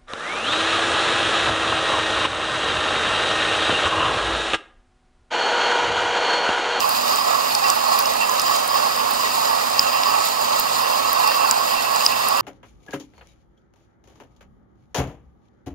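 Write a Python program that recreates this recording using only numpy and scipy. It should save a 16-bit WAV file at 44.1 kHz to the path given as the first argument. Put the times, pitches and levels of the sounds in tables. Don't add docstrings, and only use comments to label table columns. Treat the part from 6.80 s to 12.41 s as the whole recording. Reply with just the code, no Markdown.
import sys
import numpy as np
from scipy import signal
from scipy.fft import rfft, irfft
from scipy.io import wavfile

SR = 44100
rng = np.random.default_rng(int(sys.argv[2]) if len(sys.argv) > 2 else 0)


def materialize(psi):
    bounded = np.clip(np.atleast_2d(psi).T, -1, 1)
    quanta = np.round(bounded * 32767).astype(np.int16)
    wavfile.write(sys.argv[1], SR, quanta)


def nominal_scale(level):
    x = np.asarray(level, float) / 20
    return 10 ** x


N = 247401

# frequency in Hz, width in Hz, left level in dB rms,
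# right level in dB rms, phase of right against left in radians.
TUB_MODES = [(199, 47, -59, -52, -2), (236, 29, -52.5, -45.5, -2.5), (275, 40, -54, -45.5, -2.5),
             (413, 86, -59.5, -51.5, -1.5), (491, 79, -48.5, -40.5, -2.5), (586.5, 87, -34, -29, -3.0),
             (704, 77, -33, -28.5, -3), (822, 79, -31, -25.5, 3), (895.6, 38, -34, -27.5, 3),
             (976, 140, -35.5, -29, 2.32), (1046.4, 46, -41.5, -26.5, 1.9), (1119, 45.4, -35.5, -24.5, 1.5),
             (1189, 54, -50, -33.5, 1.87), (1252, 54, -39.5, -40, 1.5), (1282.7, 21, -54, -33, 0.83),
             (1325, 10.5, -62, -39, 1.76), (1420, 52, -56, -40, 0.34), (1534, 33, -52, -41, -3),
             (1675, 28, -57, -42, -1.5), (1807, 145, -43, -46, 1), (1936, 74, -35, -39.5, 2.5),
             (2234, 17, -44.5, -73, 8.3)]
# frequency in Hz, width in Hz, left level in dB rms,
# right level in dB rms, phase of right against left in radians.
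CASE_MODES = [(2360, 24, -49.7, -54.5, 0.5), (2470, 84, -44.4, -39.6, -1.1), (2620, 34, -48.5, -42.7, -0.3),
              (2719, 38, -43.2, -34.4, -0.1), (2860, 359, -43.3, -37.0, -0.4),
              (3150, 146, -51.2, -42.7, -0.8), (3640, 83, -50.1, -43.1, -0.4),
              (3920, 302, -36.6, -40.5, -2.8), (4030, 100, -45.7, -37.2, -2.9),
              (4390, 170, -42.5, -35, 0.8), (4490, 24, -58, -47.4, 0.3), (4610, 239, -41, -42, 0.2),
              (4770, 41, -42.7, -41.4, -0.2), (4910, 219, -32.4, -32.7, -0.2),
              (5180, 402, -58, -38.0, -0.1), (6220, 982, -42.4, -42.3, 1.7),
              (7130, 640, -41.6, -34.8, -1.3), (9300, 233, -45.1, -58, -0.5),
              (11530, 894, -39.4, -42.0, -1.8), (12990, 1134, -43.8, -41.7, 1.2),
              (13830, 559, -37.6, -58, -2.9), (15560, 706, -38.0, -42.6, 0.0)]
# time in seconds, swell in dB.
WALL_PASSES = [(0.07, 3), (0.32, 2.5), (0.52, 3.5), (0.87, 3), (1.1, 3.5), (1.23, 1.4), (1.49, 1.5),
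               (1.75, 2), (2.0, 5), (2.26, 1.8), (2.71, 2.7), (3.18, 2.8), (3.35, 3), (3.75, 1.8),
               (4.06, 2.5), (4.43, 4.1), (4.62, 4.5), (4.73, 1.7), (5.12, 2.5), (5.53, 4.5)]
# time in seconds, swell in dB.
RACK_PASSES = [(0.025, 10), (0.838, 9.3), (1.422, 15.5), (1.576, 6.1), (1.736, 8), (1.971, 3), (2.464, 8),
               (3.078, 11), (3.153, 13), (3.218, 6.7), (3.347, 7), (3.956, 1), (4.056, 7), (4.51, 10),
               (4.58, 5), (4.634, 12), (4.964, 11.5), (5.059, 4.4), (5.133, 4.9), (5.213, 11.5),
               (5.308, 11), (5.363, 7.2), (5.468, 7.6), (5.557, 6.0)]
# time in seconds, swell in dB.
CASE_PASSES = [(0.13, 2), (0.31, 3), (0.74, 2.2), (0.9, 1), (1.15, 1.5), (1.27, 0), (1.62, 1), (1.76, 1.5),
               (2.01, 2.5), (2.43, 1.2), (2.56, 1.5), (3.23, 0.5), (3.47, 3), (3.8, 1.5), (3.95, 2.4),
               (4.52, 1.5), (4.69, 1.5), (4.9, 0.5), (5.24, 3.4), (5.49, 1)]
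# time in seconds, splash level in dB, colour in Hz,
# spread in octaves, ring level in dB.
KNOCKS = [(0.0046, -20, 4630, 0.65, -22), (0.2953, -29, 9000, .53, -23), (0.7505, -18.5, 5500, 0.72, -14),
          (0.9007, -13, 7100, 0.22, -18), (1.1898, -13.5, 14500, .42, -21), (1.2566, -19, 5670, .15, -26),
          (1.3671, -31, 9500, .46, -29), (1.5961, -18, 5000, 1.4, -16), (1.7585, -27, 8600, .45, -28),
          (2.9935, -12.5, 5900, 0.2, -5.5), (3.2342, -21, 2900, .4, -18.5), (3.4849, -30, 7700, .7, -28),
          (3.7969, -11, 15500, 0.27, -28), (4.4754, -27, 9100, .44, -24), (4.5541, -29, 7900, .68, -28),
          (4.7106, -8.5, 7150, 0.21, -13.5), (5.1611, -22, 7400, .44, -24), (5.2502, -27, 8700, .7, -23),
          (5.2588, -20, 8600, 0.39, -30), (5.2632, -18, 6400, .4, -4.5)]
# time in seconds, splash level in dB, colour in Hz,
# spread in octaves.
TICKS = [(0.0921, -17, 14000, 0.44), (0.3588, -20.5, 7700, 0.23), (0.8831, -25, 6000, .7),
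         (1.1409, -25, 10500, .7), (1.2025, -23, 6500, .39), (1.2703, -27, 12300, .31),
         (1.335, -27, 7800, .16), (1.4727, -28, 9000, .41), (1.4949, -19, 6900, .11),
         (1.5152, -25, 13800, .24), (1.6171, -20, 8700, .4), (1.7634, -22, 7400, 0.54),
         (1.8778, -22, 10000, .32), (2.3082, -25, 13600, .21), (2.335, -24, 9000, .24),
         (2.5505, -26, 8900, .5), (2.5565, -27, 7800, .67), (2.9312, -28, 5900, .69),
         (3.3375, -14, 1130, 0.079), (3.4364, -35, 5300, .7), (3.4524, -24, 12000, .17),
         (3.7894, -24, 8200, .7), (4.33, -16, 12800, .16), (4.5176, -22, 1700, 0.32),
         (4.5625, -28, 12500, .47), (5.4853, -16, 10700, 0.21), (5.5749, -28, 6900, .7)]
# frequency in Hz, width in Hz, left level in dB, right level in dB,
# phase of right against left in radians.
DROP_RING_MODES = [
    (5000, 260, 0, 0, -.2),
    (5500, 400, -7, -11, .4),
    (2750, 400, -19, -16, 0),
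]
# time in seconds, peak level in dB.
THUDS = [
    (2.9935, -47),
    (3.797, -38),
    (4.97, -43),
    (5.2632, -42),
]
# frequency in Hz, left level in dB per Hz,
# right level in dB per Hz.
HISS_COLOUR = [(30, -96, -97), (61.7, -76.5, -75), (103, -78, -87), (191, -70, -72), (332, -74.5, -70.5),
               (735, -67, -55), (1390, -77.5, -63.5), (2360, -69, -66.5), (3280, -75, -66),
               (5430, -73.5, -70), (8900, -72, -73), (10700, -75, -77.5), (13300, -97, -71.5),
               (15300, -76, -84)]
# frequency in Hz, left level in dB rms, right level in dB rms.
PUMP_LINES = [
    (57, -63, -70),
    (119.2, -57.5, -60),
    (233, -58, -52.5),
]

TUB_TO_HZ, CASE_FROM_HZ, MIST_FROM_HZ = 1700, 3400, 5600
RACK_FROM_HZ, RACK_TO_HZ = 2600, 2800
WALL_PASS_S, RACK_PASS_S, CASE_PASS_S = 0.052, 0.018, 0.036
MIST_FOLLOWS = 0.86
TICK_RING_DB = -40
STRAY_DROPS, STRAY_DB, STRAY_HZ, STRAY_OCTAVES = 16, -27.5, 10000, .5
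EVEN_HZ, PAN_DB_PER_OCTAVE = 11000, 4.5
CRACK_DB, PORT_HZ, PORT_DB = -8.0, 15300, -12.0
INPUT_TOP_HZ = 15740


def drummed_modes(tub, rack, case, mist, lumps, flicker_db, alike):
    out = np.zeros((2, N))
    white = rng.standard_normal((3, N))
    flickers = [nominal_scale(flicker_db * drift(8.0)) for k in range(8)]
    near_rack = rms_one(rack ** 0.32)
    for k, mode in enumerate([*TUB_MODES, *CASE_MODES]):
        hz = mode[0]
        if hz < TUB_TO_HZ:
            force = tub
        elif RACK_FROM_HZ < hz < RACK_TO_HZ:
            force = rack
        elif hz < CASE_FROM_HZ:
            force = near_rack
        elif hz < MIST_FROM_HZ:
            force = case
        else:
            force = mist
        shifted = np.roll(white, 5003 * k, axis=1)
        drive = shifted[2]
        if hz > MIST_FROM_HZ:
            drive = np.sqrt(alike) * drive + np.sqrt(1 - alike) * shifted[:2]
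        if hz > TUB_TO_HZ:
            force = force * lumps
        if hz > 300:
            drive = drive * (force * flickers[k % len(flickers)])
        out += resonate(drive, mode)
    return out


def resonate(drive, mode):
    hz, width_hz, left_db, right_db, phase = mode
    r = np.exp(-2 * np.pi * .78 * width_hz / SR)
    pole = r * np.exp(2j * np.pi * hz / SR)
    scale = np.sqrt(2 * (1 - r * r) ** 3 / (1 + r * r))
    swing = scale * signal.lfilter([1], [1, -2 * pole, pole * pole], drive)
    ports = np.array([[nominal_scale(left_db)], [nominal_scale(right_db) * np.exp(1j * phase)]])
    return (swing * ports).real


def sweep_gains():
    wall_db = swells(WALL_PASSES, WALL_PASS_S)
    rack_db = swells(RACK_PASSES, RACK_PASS_S)
    case_db = swells(CASE_PASSES, CASE_PASS_S)
    return [rms_one(nominal_scale(db)) for db in (wall_db, rack_db, case_db, MIST_FOLLOWS * case_db)]


def swells(passes, width_s):
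    s, swell_db = np.transpose(passes)
    coarse = np.arange(0, N + 128, 128) / SR
    bells = np.exp(-.5 * ((coarse[:, None] - s) / width_s) ** 2)
    return np.interp(np.arange(N) / SR, coarse, bells @ swell_db)


def spatter(per_s, spread_db):
    sizes = nominal_scale(spread_db * np.minimum(rng.exponential(1, N), 4))
    splats = sizes * (rng.random(N) < per_s / SR)
    fade = np.exp(-1 / (.006 * SR))
    return rms_one(np.sqrt(1 + .13 * signal.lfilter([1], [1, -fade], splats ** 2)))


def drift(rate):
    r = np.exp(-80 * np.pi * rate / SR)
    slow = signal.lfilter([1], [1, -2 * r, r * r], rng.standard_normal(N // 40 + 1002))[1000:]
    return np.interp(np.arange(N) / 40, np.arange(len(slow)), rms_one(slow))


def rms_one(x):
    return x / np.sqrt(np.mean(x ** 2, axis=-1, keepdims=True) + 1e-20)


def drops():
    size = 512
    ms = np.arange(size) / SR * 1000
    shape = (1 - np.exp(-ms / .3)) * (np.exp(-(ms / 1.6) ** 2) + .15 * np.exp(-ms / 2.5))
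    ring = sum(resonate(np.eye(1, size), mode) for mode in DROP_RING_MODES)
    ring = ring / np.sqrt(np.mean(ring[:, :size // 4] ** 2))
    crack_band = signal.butter(2, 3000, "high", fs=SR, output="sos")
    port_band = signal.butter(2, [PORT_HZ - 700, PORT_HZ + 700], "band", fs=SR, output="sos")
    rows = all_drops()
    noise = rng.standard_normal((len(rows), 3, size))
    out = np.zeros((2, N + size))
    for (s, splash_db, hz, octaves, ring_db), (both, *own) in zip(rows, noise):
        burst = shape * (both + .7 * np.array(own))
        edges = np.minimum(hz * 2 ** (np.array([-1.1, 1.1]) * octaves), .45 * SR)
        colour_band = signal.butter(2, edges, "band", fs=SR, output="sos")
        splash = rms_one(signal.sosfilt(colour_band, burst))
        crack = nominal_scale(CRACK_DB) * rms_one(signal.sosfilt(crack_band, burst))
        crack = crack + nominal_scale(PORT_DB) * rms_one(signal.sosfilt(port_band, burst))
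        splash = .5 * rms_one(splash + crack * (hz > 3000))
        pan_db = np.array([[.5], [-.5]]) * np.clip(PAN_DB_PER_OCTAVE * np.log2(hz / EVEN_HZ), -4, 2)
        at = round(s * SR)
        out[:, at:at + size] += splash * nominal_scale(splash_db - 1.5 + pan_db) + ring * nominal_scale(ring_db)
    return out[:, :N]


def all_drops():
    when, pitch = rng.random((STRAY_DROPS, 2)).T
    strays = [(s * N / SR, STRAY_DB, STRAY_HZ * 2 ** (p - .5), STRAY_OCTAVES) for s, p in zip(when, pitch)]
    return list(KNOCKS) + [(*row, TICK_RING_DB) for row in list(TICKS) + strays]


def thuds(push_ms):
    ms = np.arange(N) / SR * 1000
    out = np.zeros(N)
    for s, peak_db in THUDS:
        since = np.maximum(ms - s * 1000, 0) / push_ms
        out += nominal_scale(peak_db) * since * np.exp(1 - since)
    return out


def hiss(mist, lumps, bass_alike_hz):
    hz = np.maximum(np.fft.rfftfreq(N, 1 / SR), 5)
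    points, left_db, right_db = np.transpose(HISS_COLOUR)
    colour = nominal_scale([np.interp(np.log(hz), np.log(points), side) for side in (left_db, right_db)])
    colour = colour * np.minimum(hz / points[0], 1) ** 2 * np.sqrt(SR / 2)
    upper = 1 / (1 + (2500 / hz) ** 4)
    alike = 0.96 / (1 + (hz / bass_alike_hz) ** 2)
    white = rng.standard_normal((3, N))
    steady = rfft(white)
    steady = np.sqrt(alike) * steady[2] + np.sqrt(1 - alike) * steady[:2]
    swept = rfft(white[:2] * mist * lumps)
    return irfft(colour * (steady * (1 - upper) + swept * upper), N)


def pump(waver_db, waver_hz):
    out = np.zeros((2, N))
    for hz, left_db, right_db in PUMP_LINES:
        phase = 2 * np.pi * np.cumsum(hz + waver_hz * drift(2.9)) / SR
        level_db = waver_db * drift(6.0) + [[left_db], [right_db]]
        out += np.sqrt(2) * np.sin(phase) * nominal_scale(level_db)
    return out


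def scene():
    tub, rack, case, mist = sweep_gains()
    lumps = spatter(per_s=220.0, spread_db=2.5)
    ringing = drummed_modes(tub, rack, case, mist, lumps, flicker_db=2.04, alike=0.13)
    on_the_case = drops() + thuds(push_ms=2.6)
    background = hiss(mist, lumps, bass_alike_hz=250) + pump(waver_db=3.0, waver_hz=4.02)
    return ringing + on_the_case + background


def band_limit(x):
    return signal.sosfilt(signal.butter(12, 16510, fs=SR, output="sos"), x)


def record(dry):
    low_pass = signal.ellip(12, .3, 70, INPUT_TOP_HZ, fs=SR, output="sos")
    mix = np.clip(signal.sosfilt(low_pass, dry), -1, 1)
    return band_limit(mix)


dry = scene()
out = record(dry)
materialize(out)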